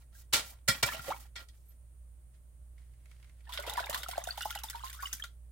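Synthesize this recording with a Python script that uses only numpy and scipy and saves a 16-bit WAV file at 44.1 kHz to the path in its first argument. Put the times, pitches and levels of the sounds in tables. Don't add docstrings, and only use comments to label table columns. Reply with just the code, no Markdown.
import sys
import numpy as np
from scipy import signal
from scipy.fft import rfft, irfft, next_fast_len
from scipy.io import wavfile
from scipy.ndimage import uniform_filter1d

SR = 44100
rng = np.random.default_rng(int(sys.argv[2]) if len(sys.argv) > 2 else 0)


def dump(signal):
    limited = np.clip(np.atleast_2d(signal).T, -1, 1)
    pcm = np.round(limited * 32767).astype(np.int16)
    wavfile.write(sys.argv[1], SR, pcm)


N = 242991
TIME = np.arange(N) / SR

# pitch_hz, bandwidth_hz, gain_db
POT_MODES = [(550, 13, -11), (1050, 40, -10), (1389, 31, 5), (1920, 90, 5), (2330, 30, 5), (3306, 50, -1),
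             (3630, 33, -9.5), (3980, 16, -7.5), (4286, 40, -5), (5040, 45, -1), (5380, 24, -8.5),
             (5780, 70, -11), (7740, 37, -7), (7620, 41, -8.5), (8020, 59, -7.5), (8560, 25, -7),
             (9060, 36, -11.5)]
# frequency_hz, gain_db
STEEL_SPECTRUM = [(200, -12.5), (500, -6.5), (1000, -4), (2000, -6.5), (4000, -2.5), (6500, -4),
                  (8500, -2.5), (12000, -7.5), (16000, -12)]
# start_s, level_db, rise_s, t60_s, ring_db, low_db, mid_db, high_db, thud_db, thud_hz
SPOON_KNOCKS = [(0.325, -15.5, 0.015, 0.21, -5, 3, 5.5, -0.5, -8.5, 54.5),
                (0.677, -11.5, 0.0094, 0.11, 9.5, -4, -0.5, -1.5, 2.5, 115.6),
                (.826, -8, 0.0061, 0.071, -1, -1, -1.5, -7.5, -5, 90),
                (.985, -39.5, 0.0062, 0.06, -10, -14, -5, -8, 20.5, 106),
                (1.354, -34, 0.0074, 0.11, 8, 0, 5, -7, -3, 90),
                (1.485, -46.5, 0.0019, .08, 5.5, -13.5, 2, -3.5, 4, 89.6)]


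def spoon(carrier):
    out, t = np.zeros((2, N)), np.arange(int(.35 * SR)) / SR
    skid = grit(carrier, 2.9, 0.009, grain_s=0.0021)
    edges_hz = (2600, 6000)
    for start, db, rise, t60, ring_db, low_db, mid_db, high_db, thud_db, thud_hz in SPOON_KNOCKS:
        force = np.minimum(t / rise, 1) * undb(db - 60 * np.maximum(t - rise, 0) / t60)
        contact = excerpt(skid, start, len(t)) * force
        wall_db = (low_db, mid_db, high_db)
        modes = [(hz, width, gain + wall_db[np.searchsorted(edges_hz, hz)])
                 for hz, width, gain in POT_MODES]
        dense = colour(colour(contact, STEEL_SPECTRUM), [(1500, low_db), (4000, mid_db), (9000, high_db)])
        thud = band(force * rng.standard_normal(len(t)), thud_hz / 2, thud_hz * 1.6)
        thud = band(thud, thud_hz / 2.2, thud_hz * 2)
        ringing = undb(ring_db) * modal_sum(contact, modes)
        add(out, start, ringing + undb(-1.5) * dense + undb(thud_db) * thud)
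    return out


# time_s, level_db, treble_db
SLOSH_CURVES = [
    [(0.0, -71, 1), (0.05, -80, 0)],
    [(0.12, -77, -2), (0.17, -67, 8.5), (0.2, -69, 14.5), (0.27, -88, 11)],
    [(0.38, -46, -28), (0.46, -60.5, 11), (0.535, -60, -1.5), (0.62, -87.5, -12)],
    [(0.72, -55, 15), (0.755, -44, -4), (0.82, -58.5, 6.5)],
    [(0.86, -38.5, 0.5), (0.9, -48.5, 6), (0.95, -42, -5.5), (0.99, -53.5, -3), (1.05, -54, 4.5),
     (1.1, -41.5, -8.5), (1.14, -52.5, -5), (1.2, -61.5, 2.5), (1.26, -64, 0.5), (1.3, -80, 4.5)],
    [(1.39, -53, 0), (1.43, -61.5, -2), (1.47, -86, 4), (1.54, -74.5, -1), (1.62, -88, 14.5),
     (1.72, -81.5, 9), (1.76, -91, 1)],
]


def broth(carrier):
    level, treble = curves(SLOSH_CURVES)
    wet = grit(carrier, 8.7, 0.0051, grain_s=0.0091) * flicker(30, 2.2)
    wall = modal_sum(wet, [(hz, 0.2 * width, db) for hz, width, db in POT_MODES if hz < 4000])
    cloud = bubble_cloud(0, 1.5, count=500, lo_hz=501, octaves=3.2, cycles=56, climb=1)
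    froth = damped_sines(cloud, glide=0.29, rise_s=0.00092, rough=0.1)
    body = unit(unit(band(wet, 600, 4500)) + 0.55 * unit(wall) + 0.3 * unit(froth))
    hiss = unit(band(carrier[:, ::-1], 4500, 20000)) * flicker(70, 4.2)
    swash = unit(band(rng.standard_normal(N), 70, 300))
    return level * (body + treble * hiss + undb(-14.5) * swash)


def glug(carrier, start_s=1.078, level_db=-31.5, pitch_hz=533):
    attack_s, hold_s, t60_s = .012, 0.035, 0.015
    shrink_s, octaves_per_s = 0.017, 40
    t = TIME - start_s
    hz = pitch_hz * 2 ** np.clip(octaves_per_s * (t - shrink_s), 0, 2)
    fade = np.clip(t / attack_s, 0, 1) * undb(level_db - 60 * np.maximum(t - attack_s - hold_s, 0) / t60_s)
    dip = undb(-11 * np.exp(-((t - 0.0213) / .004) ** 2))
    pocket = np.sin(2 * np.pi * np.cumsum(hz * flicker(150, .3)) / SR)
    rough = 1 + .5 * unit(band(rng.standard_normal((2, N)), 50, 300))
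    rasp = 0.077 * pocket ** 2 * unit(band(carrier, 600, 3000))
    return (pocket + rasp) * rough * fade * dip


# pitch_hz, bandwidth_hz, gain_db
TUB_MODES = [(1010, 1060, -6.5), (1456, 106, 7), (1964, 180, 3), (2870, 500, 2), (3550, 590, 4.5),
             (5140, 1040, -4.5)]
# time_s, level_db
STREAM_CURVE = [(3.44, -68), (3.55, -64.5), (3.68, -47.5), (3.76, -46.5), (3.92, -50), (4.06, -63.5),
                (4.16, -48), (4.25, -58.5), (4.55, -50), (4.64, -65), (4.72, -57.5), (4.88, -55.5),
                (4.96, -60.5), (5.04, -54), (5.12, -59.5), (5.28, -64.5), (5.36, -88)]


def trickle(carrier):
    level, = curves([STREAM_CURVE])
    tub = unit(modal_sum(carrier, TUB_MODES))
    mist = bubble_cloud(4.1, 5.3, count=1100, lo_hz=4844, octaves=1.8, cycles=160, climb=0.91)
    spray = damped_sines(mist, glide=0.16, rise_s=0.000087, rough=0.15)
    fizz = unit(unit(band(carrier[:, ::-1], 5000, 15500)) + .6 * unit(spray))
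    treble = undb(-14.5 + 7 * (TIME - STREAM_CURVE[0][0]))
    cloud = bubble_cloud(3.46, 5.3, count=450, lo_hz=561.4, octaves=3.1, cycles=40, climb=2.2)
    gurgle = damped_sines(cloud, glide=0.063, rise_s=0.00077, rough=0.38)
    patter = np.abs(grit(np.ones(N), 6.2, .001, grain_s=.002)) * flicker(60, 3.55)
    stream = level * (patter * (undb(-5.5) * tub + treble * fizz) + undb(-3.5) * unit(gurgle))
    pockets = bubble_cloud(3.58, 4.05, count=60, lo_hz=400, octaves=1.1, cycles=30, climb=1.2)
    burble = damped_sines(pockets, glide=.08, rise_s=.002, rough=.4)
    return stream + undb(-51) * burble + splashes(carrier, tub, fizz)


# start_s, level_db, tub_db, t60_s
DROP_IMPACTS = [(3.492, -56, 0, 0.24), (3.522, -51, 3.5, 0.14), (3.535, -45.5, 1.5, 0.18),
                (3.575, -50, 16, 0.058), (3.598, -42, -7, 0.043), (3.624, -49, -26, 0.088),
                (3.665, -49, 0, 0.24), (3.696, -36, -7, 0.048), (3.736, -37.5, -6, 0.03),
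                (3.7695, -45, -1.5, 0.2), (3.799, -44.5, 6.5, 0.052), (3.859, -44, -12, 0.039),
                (3.8967, -32.5, -14, 0.071), (3.929, -45, 2.5, 0.2), (3.945, -34, -0.5, 0.055),
                (3.975, -43, -6, 0.2), (4.032, -39, 2, 0.051), (4.085, -38, -8, 0.073),
                (4.112, -47, 5.5, 0.055), (4.178, -46.5, -3, 0.063), (4.239, -42.5, -12, 0.059),
                (4.271, -52, 1, 0.22), (4.375, -46.5, 3, 0.12), (4.408, -47, 10, 0.029),
                (4.42, -42.5, -17, 0.059), (4.449, -46, -6, 0.11), (4.506, -43, -2, 0.054),
                (4.551, -44.5, 5.5, 0.05), (4.588, -47.5, 0, 0.05), (4.635, -43, -4.5, 0.13),
                (4.699, -40, -5.5, 0.051), (4.754, -58, 11.5, 0.046), (4.842, -50.5, 0, 0.1),
                (4.898, -54, 3.5, 0.043), (4.929, -54.5, 0.5, 0.12), (5.023, -52, -6, 0.25),
                (5.129, -36.5, -9, 0.096), (5.197, -52, -6, 0.054), (5.238, -49, 7, 0.08)]


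def splashes(carrier, tub, fizz):
    out, t = np.zeros((2, N)), np.arange(int(.15 * SR)) / SR
    bass = unit(band(carrier, 40, 325))
    attack = np.minimum(t / 0.00055, 1)
    crack = 0.59 * undb(-60 * t / 0.0048)
    for start, db, tub_db, t60 in DROP_IMPACTS:
        burst = excerpt(fizz + undb(tub_db) * tub + undb(-19.5) * bass, start, len(t))
        add(out, start, burst * attack * (crack + undb(-60 * t / t60)) * undb(db))
    return out


# start_s, pitch_hz, level_db, t60_s
PLOPS_AND_CLICKS = [(0.15, 1586, -55.5, 0.06), (0.881, 966, -31, 0.057), (0.888, 1710, -34, 0.11),
                    (0.921, 1260, -29.5, 0.024), (0.926, 2200, -27.5, 0.019), (0.933, 2840, -29.5, 0.015),
                    (0.942, 635, -41, 0.11), (0.951, 2800, -34, 0.024), (0.993, 1375, -33, 0.032),
                    (1.131, 2200, -40.5, 0.048), (1.144, 902, -42, 0.049), (1.162, 975, -40, 0.021),
                    (3.468, 1760, -51, 0.071), (3.491, 977, -42.5, 0.14), (3.529, 3380, -21, 0.013),
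                    (3.574, 2180, -23, 0.0074), (3.574, 3770, -21, 0.012), (3.589, 575, -34.5, 0.056),
                    (3.59, 1430, -39, 0.076), (3.638, 2040, -37.5, 0.034), (3.663, 973, -43.5, 0.26),
                    (3.675, 510, -32.5, 0.027), (3.697, 3460, -23, 0.015), (3.772, 1730, -35.5, 0.082),
                    (3.776, 961, -24.5, 0.094), (3.792, 1440, -23, 0.025), (3.801, 664, -27, 0.036),
                    (3.843, 3620, -31, 0.017), (3.866, 848, -36.5, 0.037), (3.893, 591, -28.5, 0.033),
                    (3.937, 4140, -37, 0.056), (3.944, 1710, -21.5, 0.016), (3.945, 1002, -33.5, 0.061),
                    (3.959, 1123, -34.5, 0.06), (4.02, 3630, -31.5, 0.018), (4.061, 1306, -30.5, 0.025),
                    (4.087, 718, -32, 0.045), (4.132, 990, -32, 0.024), (4.179, 687, -22.5, 0.028),
                    (4.271, 3510, -26.5, 0.014), (4.273, 694, -29, 0.04), (4.285, 1490, -33.5, 0.05),
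                    (4.306, 4450, -26.5, 0.028), (4.377, 813, -34, 0.057), (4.41, 1435, -28, 0.029),
                    (4.411, 2810, -38, 0.084), (4.426, 3470, -27, 0.019), (4.428, 2870, -32, 0.039),
                    (4.454, 827, -25, 0.049), (4.505, 3070, -32, 0.015), (4.507, 1378, -35, 0.063),
                    (4.555, 795, -33, 0.058), (4.574, 2860, -29, 0.018), (4.635, 3860, -31, 0.015),
                    (4.639, 865, -35, 0.052), (4.684, 3500, -27.5, 0.019), (4.7, 1914, -43, 0.062),
                    (4.731, 1490, -40.5, 0.05), (4.745, 917, -39.5, 0.14), (4.836, 1035, -40.5, 0.15),
                    (4.99, 1450, -43.5, 0.16), (5.002, 1695, -36, 0.029), (5.028, 1095, -32, 0.091),
                    (5.056, 2900, -27.5, 0.029), (5.127, 3600, -37, 0.017), (5.129, 1502, -40, 0.052),
                    (5.129, 5820, -14.5, 0.009), (5.198, 1730, -38, 0.04), (5.223, 3200, -24.5, 0.017),
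                    (5.24, 1373, -32.5, 0.042)]


def plops_and_clicks():
    return damped_sines(PLOPS_AND_CLICKS, glide=0.117, rise_s=.0011, rough=0.36)


# start_s, pitch_hz, level_db, t60_s
SQUEAK_TONES = [(1.655, 12400, -58, .06), (1.682, 12380, -51, .12), (1.665, 8330, -70, .1),
                (1.715, 1750, -70, .06)]


def squeaks():
    return damped_sines(SQUEAK_TONES, glide=.001, rise_s=.006, rough=.3)


# time_s, level_db
RUSTLE_CURVES = [
    [(2.32, -92.5), (2.35, -74), (2.39, -90)],
    [(2.75, -95), (2.79, -74.5), (2.9, -84), (3.05, -81.5), (3.12, -71.5), (3.19, -77), (3.28, -73.5),
     (3.34, -82), (3.4, -77), (3.46, -87)],
]
# start_s, level_db
PLASTIC_TICKS = [(2.7805, -61), (2.9356, -64.5), (3.0567, -53), (3.1136, -52), (3.1997, -59.5),
                 (3.2275, -53.5), (3.2445, -55.5), (3.2956, -58), (3.4067, -59)]


def handling(carrier, tick_hz=2180, tick_t60_s=0.03):
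    level, = curves(RUSTLE_CURVES)
    rub = grit(carrier, 4, .001, grain_s=.002)
    body = unit(band(rub, 830, 4540) + 1.7 * ring(rub, 1990, 400))
    treble = unit(band(rub[:, ::-1], 3300, 10800))
    out = level * (body + undb(-4) * treble)
    t = np.arange(int(.04 * SR)) / SR
    for start, db in PLASTIC_TICKS:
        snap = excerpt(carrier, start, len(t)) * undb(db - 60 * t / tick_t60_s)
        add(out, start, 2.9 * ring(snap, tick_hz, 296) + .5 * band(snap, 900, 11000))
    return out


def room(near, t60_s=.2, length_s=0.17):
    t = np.arange(int(length_s * SR)) / SR
    response = rng.standard_normal((2, len(t))) * undb(-60 * t / t60_s)
    response /= np.sqrt(np.sum(response ** 2, axis=1, keepdims=True))
    return signal.fftconvolve(band(near, 300, 10000), response, axes=1)[:, :N]


# time_s, level_db
HUM_CURVE = [(0.0, -54.5), (3.31, -52.5), (3.76, -49.5), (5.51, -52.5)]


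def fridge(hum_hz=59.5, whine_hz=9213):
    level = undb(np.interp(TIME, *np.transpose(HUM_CURVE)))
    phase = 2 * np.pi * hum_hz * TIME
    hum = flicker(8, 1.2) * np.sin(phase) + undb(-20.5) * flicker(6, 3) * np.sin(2.06 * phase)
    whine_on = (TIME > 1.74) * (TIME < 2.38)
    whine = whine_on * undb(-83) * flicker(20, 2) * np.sin(2 * np.pi * whine_hz * TIME)
    return np.sqrt(2) * (level * hum + whine)


# frequency_hz, gain_db
AIR_SPECTRUM = [(25, 0.5), (60, 9), (125, -0.5), (190, -13), (590, -22), (800, -25.5), (2500, -33),
                (5500, -38.5), (7500, -30.5), (9000, -21.5), (12000, -32.5), (16000, -32.5)]


def air(mid_db=-63, drone_hz=600):
    floor = colour(rng.standard_normal((2, N)), AIR_SPECTRUM)
    mid, side = floor + 1.3 * ring(floor, drone_hz, 37)
    side = colour(side, [(60, -9.5), (300, -4.5), (1000, 0.5)])
    return undb(mid_db) / np.std(mid) * np.array([mid + side, mid - side])


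# frequency_hz, correlation_ratio
PORT_COHERENCE = [(60, 0.94), (300, 0.5), (1400, 0.5), (3100, .25), (6000, 0.05)]


def port_noise():
    hz, like = np.transpose(PORT_COHERENCE)
    mid = colour(rng.standard_normal(N), np.transpose([hz, 10 * np.log10((1 + like) / 2)]))
    side = colour(rng.standard_normal(N), np.transpose([hz, 10 * np.log10((1 - like) / 2)]))
    return np.array([mid + side, mid - side])


def bubble_cloud(start_s, end_s, count, lo_hz, octaves, cycles, climb):
    when, pitch, strength, life = rng.random((count, 4)).T
    lowest = lo_hz * climb ** when
    hz = lowest * (lo_hz * 2 ** octaves / lowest) ** pitch
    level_db = 3 * np.log(strength) + 8 * pitch
    return np.transpose([start_s + (end_s - start_s) * when, hz, level_db, cycles * (.5 + life) / hz])


def damped_sines(rows, glide, rise_s, rough):
    out = np.zeros((2, N))
    flutter = 1 + rough * unit(band(rng.standard_normal(N), 66, 210))
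    sides = np.array([[.5], [-.5]])
    for (start, hz, db, t60), (pan, lag) in zip(rows, rng.uniform(-0.62, 1, (len(rows), 2))):
        t60 = max(t60, .002)
        t = np.arange(int(t60 * SR)) / SR
        shape = (1 - np.exp(-t / rise_s)) ** 2 * undb(db - 60 * t / t60 + 4.7 * pan * sides)
        phase = 2 * np.pi * hz * (t + glide * t ** 2 / t60 / 2)
        add(out, start, shape * (np.sin(phase) + 3 * lag * sides * np.cos(phase)))
    return out * flutter


def grit(carrier, spread_db, share, grain_s):
    grain_db = (rng.random(N) < share) * spread_db * np.minimum(rng.exponential(size=N), 2)
    grains = signal.lfilter([1], [1, -np.exp(-1 / (grain_s * SR))], undb(grain_db) - 1)
    return unit(carrier * (1 + grains))


def flicker(rate_hz, depth_db):
    hold = int(SR / rate_hz)
    steps = np.repeat(rng.standard_normal(N // hold + 1), hold)[:N]
    return undb(depth_db * uniform_filter1d(steps, hold))


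def curves(tables):
    rows = np.vstack(tables)
    on = sum((TIME >= table[0][0]) & (TIME <= table[-1][0]) for table in tables)
    gate = uniform_filter1d(1. * on, size=400)
    level, *rest = (undb(np.interp(TIME, rows[:, 0], column)) for column in rows.T[1:])
    return [gate * level] + rest


def modal_sum(x, modes):
    return sum((-1) ** j * undb(db) * ring(x, hz, width) for j, (hz, width, db) in enumerate(modes))


def ring(x, hz, width_hz):
    return signal.lfilter(*signal.iirpeak(hz, hz / max(width_hz, 5), fs=SR), x)


def band(x, lo_hz, hi_hz):
    return signal.sosfilt(signal.butter(2, [lo_hz, hi_hz], "bandpass", fs=SR, output="sos"), x)


def colour(x, points):
    hz, db = np.transpose(points)
    size = next_fast_len(x.shape[-1])
    bins_hz = np.fft.rfftfreq(size, 1 / SR) + 1
    gain = undb(np.interp(np.log(bins_hz), np.log(hz), db))
    return irfft(rfft(x, size) * gain, size)[..., :x.shape[-1]]


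def excerpt(x, start_s, samples):
    return x[:, int(start_s * SR):int(start_s * SR) + samples]


def add(out, start_s, sound):
    target = excerpt(out, start_s, sound.shape[-1])
    target += sound[..., :target.shape[-1]]


def undb(db):
    return 10 ** (np.asarray(db, float) / 20)


def unit(x):
    return x / np.sqrt(np.mean(x ** 2))


# frequency_hz, left_minus_right_db
PORT_BALANCE = [(60, -1), (700, -4), (1300, -0.5), (2400, -2.5), (8000, -0.5)]


def scene():
    carrier = port_noise()
    near = spoon(carrier) + broth(carrier) + glug(carrier) + handling(carrier) + trickle(carrier)
    near = near + plops_and_clicks() + squeaks()
    whole = near + undb(-12) * room(near)
    ports = [colour(port, [(hz, db * side) for hz, db in PORT_BALANCE])
             for port, side in zip(whole, (.5, -.5))]
    return np.array(ports) + (fridge() + air()) * undb([[-1.5], [1.5]])


def record(dry, cutoff_hz=15900):
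    return signal.sosfilt(signal.ellip(10, .2, 80, cutoff_hz, fs=SR, output="sos"), dry)


dry = scene()
out = record(dry)
dump(out)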